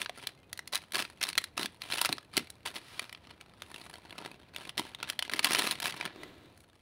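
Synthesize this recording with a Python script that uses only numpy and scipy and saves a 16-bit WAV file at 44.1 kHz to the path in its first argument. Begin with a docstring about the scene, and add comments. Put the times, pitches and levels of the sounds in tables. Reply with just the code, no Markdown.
"""Close up and outdoors, over a faint rumble, scissors open a foil snack packet and it is emptied.
First the film snaps in the hand, a blade pings faintly, and short bites crumple their way through.
Near 3 s the packet lifts with a swish and crinkles as it tips; corn puffs slide out onto concrete.
From about 5 s it is shaken empty, the film buckling in sharp snaps and dense crumples.
Last, a palm spreads the heap with a soft scrape and the rumble eases off."""
import sys
import numpy as np
from scipy import signal
from scipy.io import wavfile
from scipy.ndimage import uniform_filter1d

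SR = 44100
rng = np.random.default_rng(int(sys.argv[2]) if len(sys.argv) > 2 else 0)


def generate_wav(signal):
    """Clip the signal to [-1, 1] and save it as 16-bit WAV at the path in sys.argv[1]."""
    frames = np.transpose(np.atleast_2d(signal))
    scaled = np.clip(frames, -1, 1) * 32767
    pcm = np.round(scaled).astype(np.int16)
    wavfile.write(sys.argv[1], SR, pcm)


N = 300538

# scissor bites, squeezes and shakes: (start [s], end [s], crack level [dB], bag thump level [dB])
CRUMPLES = [(0.722, 0.777, -42, -64), (0.934, 1.013, -36, -48.5), (1.208, 1.305, -44, -58.5),
            (1.37, 1.372, -55, -48.5), (1.566, 1.652, -43.5, -45.5), (1.904, 2.066, -39.5, -58),
            (2.084, 2.134, -51, -43.5), (2.364, 2.395, -39, -37.5), (2.652, 2.684, -40.5, -56),
            (2.74, 2.783, -46.5, -56.5), (4.772, 4.802, -37.5, -41.5), (5.079, 5.109, -45, -61),
            (5.314, 5.4, -45.5, -49), (5.427, 5.615, -35, -46), (5.614, 5.726, -37.5, -49.5),
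            (5.818, 5.905, -39, -57.5), (5.955, 5.986, -51.5, -57)]
# tone of snapping film: (frequency [Hz], gain [dB])
SNAP_EQ = [(60, -25), (120, -6.5), (290, -2), (490, -3), (780, -1), (1300, 1), (2300, 0.5), (4100, 0),
           (5200, -5.5), (7400, -16), (9700, -8), (11900, -18.5), (15500, -19.5)]
# tone of softly rubbed film: (frequency [Hz], gain [dB])
RUB_EQ = [(60, -32), (130, 3), (340, -1.5), (520, -4.5), (950, -2.5), (1300, -4), (2500, -1.5), (4100, -3),
          (5200, -10.5), (7400, -19.5), (9700, -11), (12400, -23.5), (15500, -25)]
# registers of the packet: (low [Hz], high [Hz])
THUMP, BODY, CRACK, FIZZ = (100, 400), (400, 1500), (1500, 6000), (6000, 18000)
LEAD_SAMPLES, ATTACK_SAMPLES = 100, 200  # a click's run-up to its step, and its attack


def amp(db):
    """Decibels to gain."""
    return 10 ** (np.asarray(db) / 20)


def rms(x):
    """Root mean square."""
    return np.sqrt(np.mean(x ** 2) + 1e-20)


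def add(mix, start_s, sound):
    """Mixes a sound in at a time."""
    part = mix[max(round(start_s * SR), 0):][:len(sound)]
    part += sound[:len(part)]


def colour(x, eq, size=4096):
    """Minimum-phase EQ, so attacks stay sharp."""
    hz, db = np.transpose(eq)
    bin_hz = abs(np.fft.fftfreq(size, 1 / SR)) + 1
    log_gain = np.log(amp(np.interp(np.log(bin_hz), np.log(hz), db)))
    taps = np.fft.ifft(np.exp(np.conj(signal.hilbert(log_gain)))).real[:size // 2]
    return signal.oaconvolve(x, taps.reshape((1,) * (x.ndim - 1) + (-1,)), axes=-1)[..., :x.shape[-1]]


def band(x, edges):
    """One register of a sound, with no phase shift."""
    return signal.sosfiltfilt(signal.butter(2, edges, "band", fs=SR, output="sos"), x, padtype=None)


def steadied(x, size=4400):
    """Evens out the slow level and leaves the grain."""
    return x / np.sqrt(abs(uniform_filter1d(x ** 2, size)) + 1e-12)


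def placed(times, levels, shapes):
    """Puts each click at its time, with its attack at its level."""
    out = np.zeros(N)
    for when, db, shape in zip(times, levels, shapes):
        attack = shape[LEAD_SAMPLES:][:ATTACK_SAMPLES]
        add(out, when - LEAD_SAMPLES / SR, amp(db) * shape / rms(attack))
    return out


def clicks(ring_hz, ring, ring_s, flutter, decay_s, yield_s=0.0004, size=1300):
    """One click per pitch: the surface starts to yield, steps suddenly, then rings and flutters."""
    t = (np.arange(size) - LEAD_SAMPLES) / SR
    noise = rng.standard_normal((len(ring_hz), size))
    mode = np.sin(2 * np.pi * ring_hz[:, None] * t) * np.exp(-abs(t) / ring_s) * (t > 0)
    shiver = noise * np.exp(-abs(t) / np.where(t < 0, yield_s, decay_s))
    mode, shiver = (v / np.linalg.norm(v, axis=1, keepdims=True) for v in (mode, shiver))
    polarity = np.sign(noise[:, -1:])
    return ((t == 0) + ring * mode + flutter * shiver) * polarity


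def crackle(per_s, spread_db, low_hz, high_hz, decay_s, fizz_spread_db=5, count=28):
    """Small facets give way at random, a few much louder than the rest, some dull and some bright."""
    strength = amp(spread_db * np.minimum(rng.exponential(1, N), 3))
    hits = strength * (rng.random(N) < per_s / SR)
    facet = rng.integers(0, count, N)
    ring_hz = np.geomspace(low_hz, high_hz, count)
    shapes = clicks(ring_hz, ring=0.63, ring_s=0.0036, flutter=1.92, decay_s=decay_s)
    fizz_gain = amp(fizz_spread_db * rng.uniform(0.037, 1, (count, 1)))
    shapes = shapes + (fizz_gain - 1) * band(shapes, FIZZ)
    out = sum(signal.oaconvolve(hits * (facet == k), shape)[:N] for k, shape in enumerate(shapes))
    return out / rms(out)


def outdoor_air(level_db=-61.5, lull_s=6.48, lull_db_per_s=19):
    """A faint bed of outdoor rumble that eases off at the end."""
    # tone of the air: (frequency [Hz], gain [dB])
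    air_eq = [(25, -22), (85, 2.5), (140, -3), (700, -12.5), (3500, -30), (7000, -42)]
    rumble = colour(rng.standard_normal(N), air_eq)
    lull_db = lull_db_per_s * np.maximum(np.arange(N) / SR - lull_s, 0)
    return amp(level_db - lull_db) * rumble / rms(rumble)


def yard_echoes(x, ground_s=0.003, ground_db=-13, wall_s=0.0098, wall_db=-24, tail_db=-22, t60_s=0.24):
    """The ground and a wall echo each click; a weak, duller scattered tail follows."""
    t = np.arange(SR // 2) / SR
    scatter = signal.lfilter(*signal.butter(1, 5000, fs=SR), rng.standard_normal(len(t)))
    tail = scatter * np.exp(-np.log(1000) * t / t60_s) * (t > ground_s)
    echoes = amp(tail_db) * tail / np.linalg.norm(tail)
    add(echoes, ground_s, amp([ground_db]))
    add(echoes, wall_s, amp([wall_db]))
    return x + signal.oaconvolve(x, echoes)[:N]


def blade_pings(t60_s=0.29):
    """A steel blade rings faintly as the scissors shift."""
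    # thin metal pings: (time [s], pitch [Hz], peak level [dB])
    pings = [(.375, 2100, -65), (.434, 2500, -64.5)]
    t = np.arange(SR // 2) / SR
    decay = np.exp(-np.log(1000) * t / t60_s)
    out = np.zeros(N)
    for when, hz, db in pings:
        add(out, when, amp(db) * decay * np.sin(2 * np.pi * hz * t))
    return out


def packet_swish(start_s=2.7, end_s=3.18, level_db=-55):
    """The lifted packet slides smoothly off its neighbours."""
    hiss = band(colour(rng.standard_normal(SR), SNAP_EQ), (BODY[0], FIZZ[1]))
    stroke = signal.windows.hann(int((end_s - start_s) * SR))
    out = np.zeros(N)
    add(out, start_s, amp(level_db) * stroke * hiss[:len(stroke)] / rms(hiss))
    return out


def heap_spreading():
    """Puffs roll and scrape softly under the palm."""
    # the stroke of the hand: (time [s], level [dB])
    stroke = [(6.1, -81), (6.22, -50), (6.33, -57), (6.47, -60.5), (6.62, -84)]
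    # tone of the rubbed heap: (frequency [Hz], gain [dB])
    heap_eq = [(100, -13), (330, 4), (480, -3), (800, -10), (3000, -14), (3900, -11), (5200, -28.5),
               (15000, -34.5)]
    times, levels = np.transpose(stroke)
    rub = colour(rng.standard_normal(N), heap_eq)
    return np.interp(np.arange(N) / SR, times, amp(levels), left=0, right=0) * rub / rms(rub)


def film_motion(t, in_fizz=False, held_db=-68.5, creep_db=-9.5, settle_db_per_s=135):
    """Rustle envelope: film stirs while held, swells as the grip shifts, creeps back after a crumple."""
    # shifts of grip: (middle [s], length [s], relative level [dB], extra fizz [dB])
    grip_shifts = [(0.005, 0.12, -41.5, 3.5), (0.223, 0.23, -49.5, -2.5), (1.426, 0.09, -54, 7),
                   (1.89, 0.2, -46.5, 0.5), (2.359, 0.074, -43, -2), (2.997, 0.21, -50.5, -0.5),
                   (3.291, 0.18, -56, -6.5), (3.83, 0.53, -61, 8.5), (4.22, 0.35, -59.5, 5.5),
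                   (4.624, 0.2, -48, -1), (4.864, 0.096, -49.5, -1), (5.045, 0.12, -46, -9),
                   (5.258, 0.056, -44.5, -3), (6.038, 0.14, -46, -3), (6.601, 0.091, -69.5, 16)]
    swells = sum(amp(db + in_fizz * fizz_db) * np.cos(np.pi * np.clip((t - middle) / length, -0.5, 0.5))
                 for middle, length, db, fizz_db in grip_shifts)
    creep = sum(amp(db + creep_db - settle_db_per_s * np.maximum(t - end, 0)) * (t > start)
                for start, end, db, _ in CRUMPLES)
    return np.sqrt(amp(held_db) ** 2 + swells ** 2 + creep ** 2)


def rustle_and_pour(hiss_gain=0.35, scrape_db=-7, trim_db=-2.5):
    """Fingers slide on the film and puffs tumble inside and out of it: fine clicks over a soft hiss."""
    # puffs slide down the tipped packet and pour out: (time [s], relative level [dB])
    pour_curve = [(3.1, -71), (3.55, -67), (3.72, -55), (4.05, -58.5), (4.24, -46), (4.4, -64.5),
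                  (5.15, -63.5), (5.6, -62), (6.08, -45), (6.3, -84)]
    # puffs stir more freely once the packet is lifted: (time [s], level against the rustle [dB])
    stir_curve = [(2.4, -5), (3.3, -3)]
    t = np.arange(N) / SR
    pour_s, pour_db = np.transpose(pour_curve)
    pouring = amp(np.interp(t, pour_s, pour_db)) * (t > pour_s[0]) * (t < pour_s[-1])
    motion = film_motion(t)
    stirring = motion * amp(np.interp(t, *np.transpose(stir_curve)))
    grains = crackle(per_s=190, spread_db=6, low_hz=900, high_hz=4340, decay_s=0.0017)
    rub = colour(grains + hiss_gain * rng.standard_normal(N), RUB_EQ)
    film = steadied(band(rub, (CRACK[0], FIZZ[1])))
    rustle = motion * film + (film_motion(t, in_fizz=True) - motion) * band(film, FIZZ)
    tumble = np.hypot(stirring, pouring) * steadied(band(rub, (THUMP[0], BODY[1])))
    scrape = amp(scrape_db) * pouring * steadied(band(rub, CRACK))
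    return amp(trim_db) * (rustle + tumble + scrape)


def dry_ticks():
    """Light dry ticks: the tipped packet crinkles, then puffs tap the concrete."""
    # crinkles before 4 s, puffs landing after: (time [s], level [dB], ring [Hz])
    ticks = [(3.7436, -41, 1800), (3.7608, -42, 2770), (3.815, -46.0, 4400), (3.864, -47, 1180),
             (3.9393, -43, 4530), (4.1074, -44, 3440), (4.1812, -40, 2650), (4.2605, -39, 805),
             (6.2334, -40, 1970)]
    times, levels, ring_hz = np.transpose(ticks)
    shapes = clicks(ring_hz, ring=1.0, ring_s=0.0027, flutter=2.8, decay_s=0.0029)
    return placed(times, levels, colour(shapes, RUB_EQ))


def film_crumples(film_lag_s=0.0023, bag_lag_s=0.0073, bag_share=0.26, tail_samples=2000):
    """Runs of tiny buckles as the film is cut or crushed; the air in the bag thumps more slowly."""
    buckles = crackle(per_s=520, spread_db=5.0, low_hz=808, high_hz=4876, decay_s=0.0011)
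    film = colour(buckles, SNAP_EQ)
    starts, ends, crack_db, thump_db = np.transpose(CRUMPLES)
    body_db = crack_db - 4 + bag_share * (thump_db - crack_db)
    fizz_db = crack_db - 6.5
    out = np.zeros(N)
    for edges, lag_s, levels in ((CRACK, film_lag_s, crack_db), (BODY, film_lag_s, body_db),
                                 (FIZZ, film_lag_s, fizz_db), (THUMP, bag_lag_s, thump_db)):
        register = band(film, edges)
        for start, end, db in zip(starts, ends, levels):
            length = round((end - start) * SR)
            t = np.arange(length + tail_samples) / SR
            release = np.exp(-np.maximum(t - length / SR, 0) / (2 * lag_s))
            press = (1 - np.exp(-t / lag_s)) * release
            run = register[round(start * SR):][:len(t)] * press
            add(out, start, amp(db) * run * rms(press) / rms(run))
    return out


def film_snaps(mid_flap_hz=3000, mid_body_db=-13.5, body_db_per_octave=7):
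    """Single creased flaps snap through; a bigger flap rings lower and has more body."""
    # flaps flipping: (time [s], crack level [dB], ring [Hz], fizz against the crack [dB])
    flaps = [(0.017, -30, 3460, -10.5), (0.0606, -35.5, 1590, -26), (0.0954, -38.5, 704, -13),
             (0.2712, -31.5, 4130, -6), (0.5298, -40.5, 1960, 2), (0.5756, -47.5, 4130, 0),
             (0.592, -37.5, 2020, -8.5), (0.676, -44, 4300, -1), (0.735, -38.5, 832, -4),
             (0.7479, -35.5, 1570, 0), (0.7555, -29.5, 3940, -0.5), (0.9214, -42, 3950, -2),
             (0.9558, -32.5, 2400, -10), (0.991, -35, 2520, -22), (1.0237, -35, 2600, -7),
             (1.051, -39, 2570, -20), (1.2162, -36.5, 2550, -16), (1.229, -30, 5500, -2),
             (1.2373, -27.5, 5430, -6.5), (1.2894, -35, 4130, -0.5), (1.3303, -39, 4400, -10.5),
             (1.354, -40, 2570, -11), (1.3788, -23, 4060, -7), (1.383, -25.5, 3300, -7),
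             (1.441, -36, 3960, -3), (1.5777, -30.5, 1240, -9), (1.6307, -31.5, 4210, -8.5),
             (1.6587, -32.5, 3500, -7.5), (1.819, -36, 4080, -11.5), (1.923, -29, 4140, -12),
             (2.0149, -28.5, 970, 2.5), (2.049, -28, 1420, -7), (2.0583, -28.5, 2650, -3.5),
             (2.091, -34.5, 744, -9), (2.1271, -26.5, 4100, -7.5), (2.1824, -41, 1260, -16),
             (2.3689, -27, 4120, -2.5), (2.3771, -26, 2100, -4.5), (2.5027, -51, 3940, 7.5),
             (2.6592, -38, 900, -11), (2.764, -36.5, 3380, -26), (2.9948, -31.5, 2420, -7.5),
             (3.095, -46, 2460, -14), (3.1275, -42.5, 2970, -8), (3.1488, -44, 3230, -23),
             (3.4112, -47.5, 2270, -9), (3.621, -40.5, 1510, -9.5), (4.5625, -35.5, 3560, -10.5),
             (4.6935, -37.5, 3580, -9), (4.7792, -30, 3630, -9), (4.9483, -38.5, 3720, -13),
             (5.0293, -34.5, 1390, -8), (5.1, -31, 3300, -4.5), (5.192, -28, 3580, -9.5),
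             (5.225, -29, 3090, -11.5), (5.2967, -35.5, 1590, -14), (5.336, -29, 2280, -9),
             (5.3932, -25.5, 2280, -8.5), (5.4455, -21, 3370, -4.5), (5.533, -31, 3620, 2),
             (5.549, -24, 2450, -9), (5.591, -33.5, 2980, 1), (5.7108, -29, 4220, -2),
             (5.8016, -38, 1750, -2.5), (5.857, -30, 1720, -9.5), (6.011, -31, 2560, -20),
             (6.0536, -36, 1750, -7.5)]
    times, crack_db, ring_hz, fizz_db = np.transpose(flaps)
    body_db = mid_body_db + body_db_per_octave * np.log2(mid_flap_hz / ring_hz)
    snaps = colour(clicks(ring_hz, ring=1.0, ring_s=0.0021, flutter=3.65, decay_s=0.002), SNAP_EQ)
    return sum(placed(times, crack_db + db, band(snaps, edges))
               for edges, db in ((CRACK, 0), (BODY, body_db), (FIZZ, fizz_db)))


def scene():
    """The packet and the puffs in the open air, in mono."""
    foreground = film_snaps() + film_crumples() + dry_ticks() + rustle_and_pour()
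    soft_touches = packet_swish() + heap_spreading() + blade_pings()
    return (yard_echoes(foreground + soft_touches) + outdoor_air())[None]


def record(dry):
    """A steep low-pass trims the very top of the fizz."""
    low_pass = signal.firwin(255, 15850, window=("kaiser", 8), fs=SR)
    return signal.oaconvolve(dry, low_pass[None], "same")


dry = scene()
out = record(dry)
generate_wav(out)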